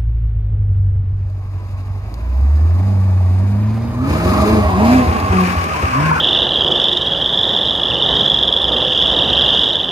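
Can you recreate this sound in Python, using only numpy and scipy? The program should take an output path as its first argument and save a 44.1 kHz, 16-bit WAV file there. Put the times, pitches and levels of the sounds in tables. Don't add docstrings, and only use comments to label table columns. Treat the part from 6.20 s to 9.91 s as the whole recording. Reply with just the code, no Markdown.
import sys
import numpy as np
from scipy import signal
from scipy.fft import rfft, irfft
from scipy.io import wavfile
from scipy.ndimage import uniform_filter1d, minimum_filter1d, map_coordinates

SR = 44100
rng = np.random.default_rng(int(sys.argv[2]) if len(sys.argv) > 2 else 0)


def master(y):
    cut = np.clip(np.atleast_2d(y).T, -1, 1)
    pcm = np.round(cut * 32767)
    wavfile.write(sys.argv[1], SR, pcm.astype(np.int16))


def nominal_scale(level):
    x = np.asarray(level, float) / 20
    return 10 ** x


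N = 163611
LEAD_IN = SR


def in_time(rows):
    s, value = np.transpose(rows)
    return np.interp(np.arange(N) / SR, s, value)


def coloured(x, points):
    hz, db = np.transpose(points)
    bins_hz = np.maximum(np.arange(N // 2 + 1) * SR / N, 1)
    gain_db = np.interp(np.log(bins_hz), np.log(hz), db)
    return irfft(rfft(x) * nominal_scale(gain_db), N)


def rms_one(x):
    return x / np.sqrt(np.mean(x ** 2) + 1e-20)


def drift(rate_hz):
    knots = rng.standard_normal(400)
    return map_coordinates(knots, [np.arange(N) / SR * rate_hz + 2], order=3)


# multiple [x main partial], level_db [dB]
FOLD_PARTIALS = [(.5, -21.5), (1, 2), (1.5, -29.5), (2, -37), (2.5, -42.5)]
RISE_S, PULSE_SAG_HZ_PER_S = 0.00075, -20000
SLOWING_S, GLIDE_HZ_PER_S = 0.0004, 640
SWELL_DB, PULSE_SCATTER_DB, PULSE_SCATTER_HZ, PARTIAL_SCATTER_DB = 4, 1.5, 28, 3.5
RASP_DB, RASP_S, RASP_MULTIPLE = -25.5, 0.0019, 1.2


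def trills(calls, low_db, yield_to=(), scratch_db=0):
    k, t = np.arange(20), np.arange(600) / SR
    first_s, gap_s, pulses, first_hz, db = np.transpose(calls)[:, :, None]
    luck = rng.standard_normal((len(calls), 8, 20))
    since_s = gap_s * k + SLOWING_S * k * k / 2
    start = ((1 + first_s + since_s - 3.5 * RISE_S) * SR).astype(int)
    sounds = (k < np.round(pulses)) & (start < N + LEAD_IN)
    for s in yield_to:
        sounds &= np.abs(start / SR - 1 - s) > 0.004
    luck = luck.transpose(1, 0, 2)[:, sounds, None]

    swell_db = SWELL_DB * (np.sin(np.pi * (k + 1) / (pulses + 1)) - 0.7)
    size = nominal_scale((db + swell_db)[sounds][:, None] + PULSE_SCATTER_DB * luck[1])
    hz = (first_hz + GLIDE_HZ_PER_S * since_s)[sounds][:, None] + PULSE_SCATTER_HZ * luck[0]
    sag_turns = PULSE_SAG_HZ_PER_S * t * (t / 2 - 3 * RISE_S)
    phase = 2 * np.pi * (hz * t + sag_turns) + 9 * luck[2]

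    tone = 0
    for j, (multiple, level_db) in enumerate(FOLD_PARTIALS):
        scatter_db = PARTIAL_SCATTER_DB * (j != 1) * luck[3 + j]
        partial_db = level_db + low_db * (multiple < 0.7) + scatter_db
        tone = tone + nominal_scale(partial_db) * np.sin(multiple * phase)
    shape = (t / RISE_S / 3) ** 3 * np.exp(3 - t / RISE_S)
    wave = size * shape * tone

    breath = rng.standard_normal(wave.shape)
    breath = uniform_filter1d(uniform_filter1d(breath, size=8), size=3)
    puff = nominal_scale(RASP_DB + scratch_db + PULSE_SCATTER_DB * luck[7]) * np.exp(-((t - 0.002) / RASP_S) ** 2)
    wave += size * puff * np.sin(RASP_MULTIPLE * phase) * breath

    places = start[sounds][:, None] + np.arange(len(t))
    total = N + LEAD_IN
    return np.bincount(places.ravel(), wave.ravel(), total + len(t))[:total]


# start_s [s], gap_s [s], pulses [count], pitch_hz [Hz], peak_db [dB]
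NEAR_CALLS = [(0.0352, 0.0377, 7, 3375.0, -7.4), (0.0451, 0.0431, 5, 3525.0, -6.7),
              (0.09, 0.0356, 11, 3075.0, -11.0), (0.3215, 0.0386, 13, 3225.0, -8.6),
              (0.3365, 0.0365, 7, 3275.0, -7.1), (0.5799, 0.0377, 5, 3525.0, -8.4),
              (0.8154, 0.0398, 14, 3200.0, -10.0), (1.0244, 0.0371, 13, 3225.0, -10.2),
              (1.0454, 0.0485, 6, 3575.0, -9.7), (1.2998, 0.0383, 19, 3125.0, -10.2),
              (1.3891, 0.0482, 13, 3275.0, -12.1), (1.4225, 0.0431, 4, 3525.0, -9.4),
              (1.4904, 0.0353, 11, 3300.0, -10.2), (1.7119, 0.0446, 13, 3025.0, -9.6),
              (1.9039, 0.053, 9, 3125.0, -7.8), (1.9713, 0.0428, 11, 3325.0, -7.6),
              (2.2531, 0.0371, 8, 3200.0, -7.2), (2.3015, 0.0371, 20, 3175.0, -9.9),
              (2.4542, 0.0368, 16, 3225.0, -9.9), (2.5046, 0.0398, 10, 3150.0, -9.4),
              (2.6517, 0.0518, 17, 3100.0, -10.7), (3.0972, 0.0407, 13, 3200.0, -7.6),
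              (3.1187, 0.0401, 10, 3075.0, -10.6), (3.2988, 0.0419, 10, 3225.0, -8.8)]
# start_s [s], gap_s [s], pulses [count], pitch_hz [Hz], peak_db [dB]
DEEP_CALLS = [(.075, .045, 4, 2960, -15), (.561, .04, 5, 2930, -16), (.86, .044, 5, 2940, -16),
              (1.72, .048, 4, 2900, -13), (2.618, .046, 5, 2970, -16), (3.001, .0425, 8, 2830, -11),
              (3.56, .043, 4, 2880, -18)]
# start_s [s], gap_s [s], pulses [count], pitch_hz [Hz], peak_db [dB]
SCRATCHY_CALLS = [(.513, .0425, 9, 3500, -13), (1.967, .0435, 9, 3520, -14), (2.735, .045, 6, 3560, -13),
                  (3.132, .043, 10, 3500, -12)]
# start_s [s], peak_db [dB], pitch_hz [Hz]
ACCENT_PULSES = [(0.0437, -1, 3434), (0.13, -5, 3550), (0.188, -6, 3440), (0.2279, -4.5, 3550),
                 (0.3722, -7.5, 3300), (0.42, -3, 3170), (0.4828, -3.5, 3425), (0.6417, -8, 3330),
                 (0.7724, -8, 3600), (1.2116, -5, 3390), (1.3636, -5.5, 3440), (1.4132, -7, 3525),
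                 (1.8228, -2.5, 3570), (2.0607, -2, 3420), (2.099, 2, 3370), (2.143, 1.5, 3390),
                 (2.212, -7, 3350), (2.2737, -11.5, 3480), (2.3251, -2, 3430), (2.4012, -8.5, 3390),
                 (2.4419, -4.5, 3410), (2.4803, -5.5, 3330), (2.5425, -7, 3230), (2.7749, -5, 3340),
                 (2.8225, -4, 3430), (2.9881, -6.5, 3595), (3.1763, -3, 3270), (3.2218, -0.5, 3370),
                 (3.3922, 1, 3420), (3.5545, -3.5, 3485)]


def near_frogs():
    accent_times_s = [s for s, _, _ in ACCENT_PULSES]
    accents = [(s + 3 * RISE_S, 1, 1, hz, db - 1.5) for s, db, hz in ACCENT_PULSES]
    near = nominal_scale(-0.5) * trills(NEAR_CALLS + DEEP_CALLS, low_db=-6.5, yield_to=accent_times_s)
    near += trills(SCRATCHY_CALLS, low_db=-5.5, scratch_db=16)
    near += trills(accents, low_db=-6.0, scratch_db=-0.5)
    return near


def callers(count, centre_hz, spread_hz, spread_db):
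    u, g = rng.random((count, 3)), rng.standard_normal((count, 2))
    first_s = -0.95 + (np.arange(count) + u[:, 0]) / count * (N / SR + 0.95)
    gap_s = 0.036 + 0.014 * u[:, 1]
    pulses = 11 + 8 * u[:, 2]
    pitch_hz = centre_hz + spread_hz * np.clip(g[:, 0], -1.6, 1.6)
    return np.transpose([first_s, gap_s, pulses, pitch_hz, spread_db * g[:, 1]])


def crowd_frogs():
    calls = callers(count=70, centre_hz=3092, spread_hz=163, spread_db=1.5)
    return nominal_scale(-19.5) * rms_one(trills(calls, low_db=1.0))


def far_frogs():
    calls = callers(count=150, centre_hz=3081, spread_hz=200.4, spread_db=3.0)
    return nominal_scale(-23) * rms_one(trills(calls, low_db=7))


def among_trunks(x):
    t60_s = 0.34
    t = np.arange(SR // 2) / SR
    tail = rng.standard_normal(len(t)) * nominal_scale(-60 * t / t60_s) * (t > 0.006)
    return signal.fftconvolve(x, tail / np.sqrt(np.sum(tail ** 2)))[LEAD_IN:N + LEAD_IN]


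# time_s [s], level_db [dB]
MARSH_EFFORT = [(0.0, -15.5), (0.31, -18.5), (0.62, -17), (0.78, -19), (1.31, -18), (1.76, -20),
                (1.97, -15.5), (2.31, -21.5), (2.59, -17.5), (3.38, -16), (3.51, -20), (3.71, -23)]


def marsh_effort_db():
    effort_db = in_time(MARSH_EFFORT)
    return effort_db - np.mean(effort_db)


# freq_hz [Hz], gain_db [dB]
SAC_COLOUR = [(1500, -5.5), (2000, 3), (2500, -3), (2900, -3), (3800, 0), (4400, -4.5), (5400, 1.5),
              (7500, -4.5), (12000, -8)]
TRUNKS_DB = -10.5


def frogs():
    near, crowd, far = near_frogs(), crowd_frogs(), far_frogs()
    behind = crowd[LEAD_IN:] + among_trunks(nominal_scale(TRUNKS_DB) * crowd + far)
    front = near[LEAD_IN:] + nominal_scale(TRUNKS_DB) * among_trunks(near)
    return coloured(front + nominal_scale(marsh_effort_db()) * behind, SAC_COLOUR)


# time_s [s], level_db [dB]
ROAD_SWELL = [(0.0, -22.5), (0.41, -23.5), (0.53, -22.5), (0.85, -26), (1.9, -23.5), (1.92, -22.5),
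              (2.19, -24.5), (3.23, -21.5), (3.58, -26.5), (3.71, -26)]
# freq_hz [Hz], density_db [dB per Hz]
TYRE_COLOUR = [(15, -41), (25, -20.5), (59, -1), (91, -4), (128, -2), (231, -4.5), (532, -2), (1070, -8.5),
               (1450, -17), (1880, -50), (3190, -120)]


def tyre_roar():
    roar = rms_one(coloured(rng.standard_normal(N), TYRE_COLOUR))
    return nominal_scale(in_time(ROAD_SWELL) + 1.1 * drift(6.23)) * roar


# from_s [s], to_s [s], pitch_hz [Hz], throb_hz [Hz], level_db [dB]
ENGINE_TONES = [(.36, .85, 355, 3.9, -30), (-.2, .35, 356, 3.1, -37), (2.44, 2.86, 516, 2.4, -31),
                (.45, 1.4, 555, 3.1, -35), (1.75, 3.5, 62, 3.2, -32), (1.9, 2.5, 535, 3.3, -36)]


def engines():
    fade_s, throb_depth, wander = 0.092, 0.61, 0.007
    t, out = np.arange(N) / SR, np.zeros(N)
    for from_s, to_s, hz, throb_hz, db in ENGINE_TONES:
        fade = np.clip(np.minimum(t - from_s, to_s - t) / fade_s, 0, 1)
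        throb = 1 - throb_depth * np.cos(2 * np.pi * throb_hz * (t - from_s))
        phase = 2 * np.pi * hz * np.cumsum(1 + wander * drift(7.0)) / SR
        out += nominal_scale(db) * fade * throb * np.sin(phase)
    return out


# time_s [s], peak_db [dB]
LEAF_TICKS = [(0.5955, -43), (0.6373, -44), (0.6843, -45), (0.9888, -52), (1.1298, -45), (1.5597, -42),
              (2.329, -41), (2.4164, -37), (2.426, -43.5), (3.4115, -44), (3.458, -43)]


def leaves():
    centre_hz, tick_s = 10500, 0.003
    t = np.arange(N) / SR
    gate = sum(nominal_scale(db) * np.exp(-((t - s - tick_s) / tick_s) ** 2) for s, db in LEAF_TICKS)
    band = signal.butter(2, [centre_hz * 0.68, centre_hz * 1.1], "band", fs=SR, output="sos")
    return signal.sosfilt(band, gate * rng.standard_normal(N))


# freq_hz [Hz], density_db [dB per Hz]
HISS_COLOUR = [(1500, -3.5), (2400, 3.5), (4300, -1), (6000, -2), (8000, -13.5), (11000, -14.5),
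               (16000, -19.5)]


def hiss():
    noise = rms_one(coloured(rng.standard_normal(N), [(600, -52)] + HISS_COLOUR))
    return noise * nominal_scale(-45 + 0.65 * marsh_effort_db())


# pitch_hz [Hz], rms_db [dB]
WHINE_TONES = [(12290, -89.5), (13248, -80.5), (15106, -82), (15165, -88)]


def whines():
    t = np.arange(N) / SR
    return sum(np.sqrt(2) * nominal_scale(db) * np.sin(2 * np.pi * hz * t) for hz, db in WHINE_TONES)


def port_noise():
    lowpass = signal.butter(8, 900, fs=SR, output="sos")
    return nominal_scale(-50.5) * rms_one(signal.sosfilt(lowpass, rng.standard_normal(N)))


# freq_hz [Hz], level_db [dB]
CHANNEL_LEAN = [(60, -5), (110, -6.5), (200, -1.5), (380, -3.5), (700, -4), (1290, -1.9), (3000, -2.2),
                (4200, -1.5), (6000, 0.5)]


def scene():
    field = frogs() + tyre_roar() + engines() + leaves() + hiss() + whines()
    hz, db = np.transpose(CHANNEL_LEAN)
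    side_ratio = np.abs(np.tanh(np.log(10) / 40 * db))
    side_db = 20 * np.log10(side_ratio + 1e-4)
    side = coloured(field, np.transpose([hz, side_db])) + port_noise()
    return np.array([field - side, field + side])


def roll_off(x):
    return signal.sosfilt(signal.butter(12, 15640, fs=SR, output="sos"), x)


def record(dry):
    limit, span = 0.97, int(0.003 * SR)
    peak = np.abs(dry).max(axis=0).clip(1e-9)
    need = minimum_filter1d(np.minimum(1, limit / peak), size=2 * span)
    held = dry * uniform_filter1d(uniform_filter1d(need, size=span), size=span)
    lowpass = signal.ellip(12, 0.2, 60, 15900, fs=SR, output="sos")
    return roll_off(signal.sosfilt(lowpass, held))


dry = scene()
out = record(dry)
master(out)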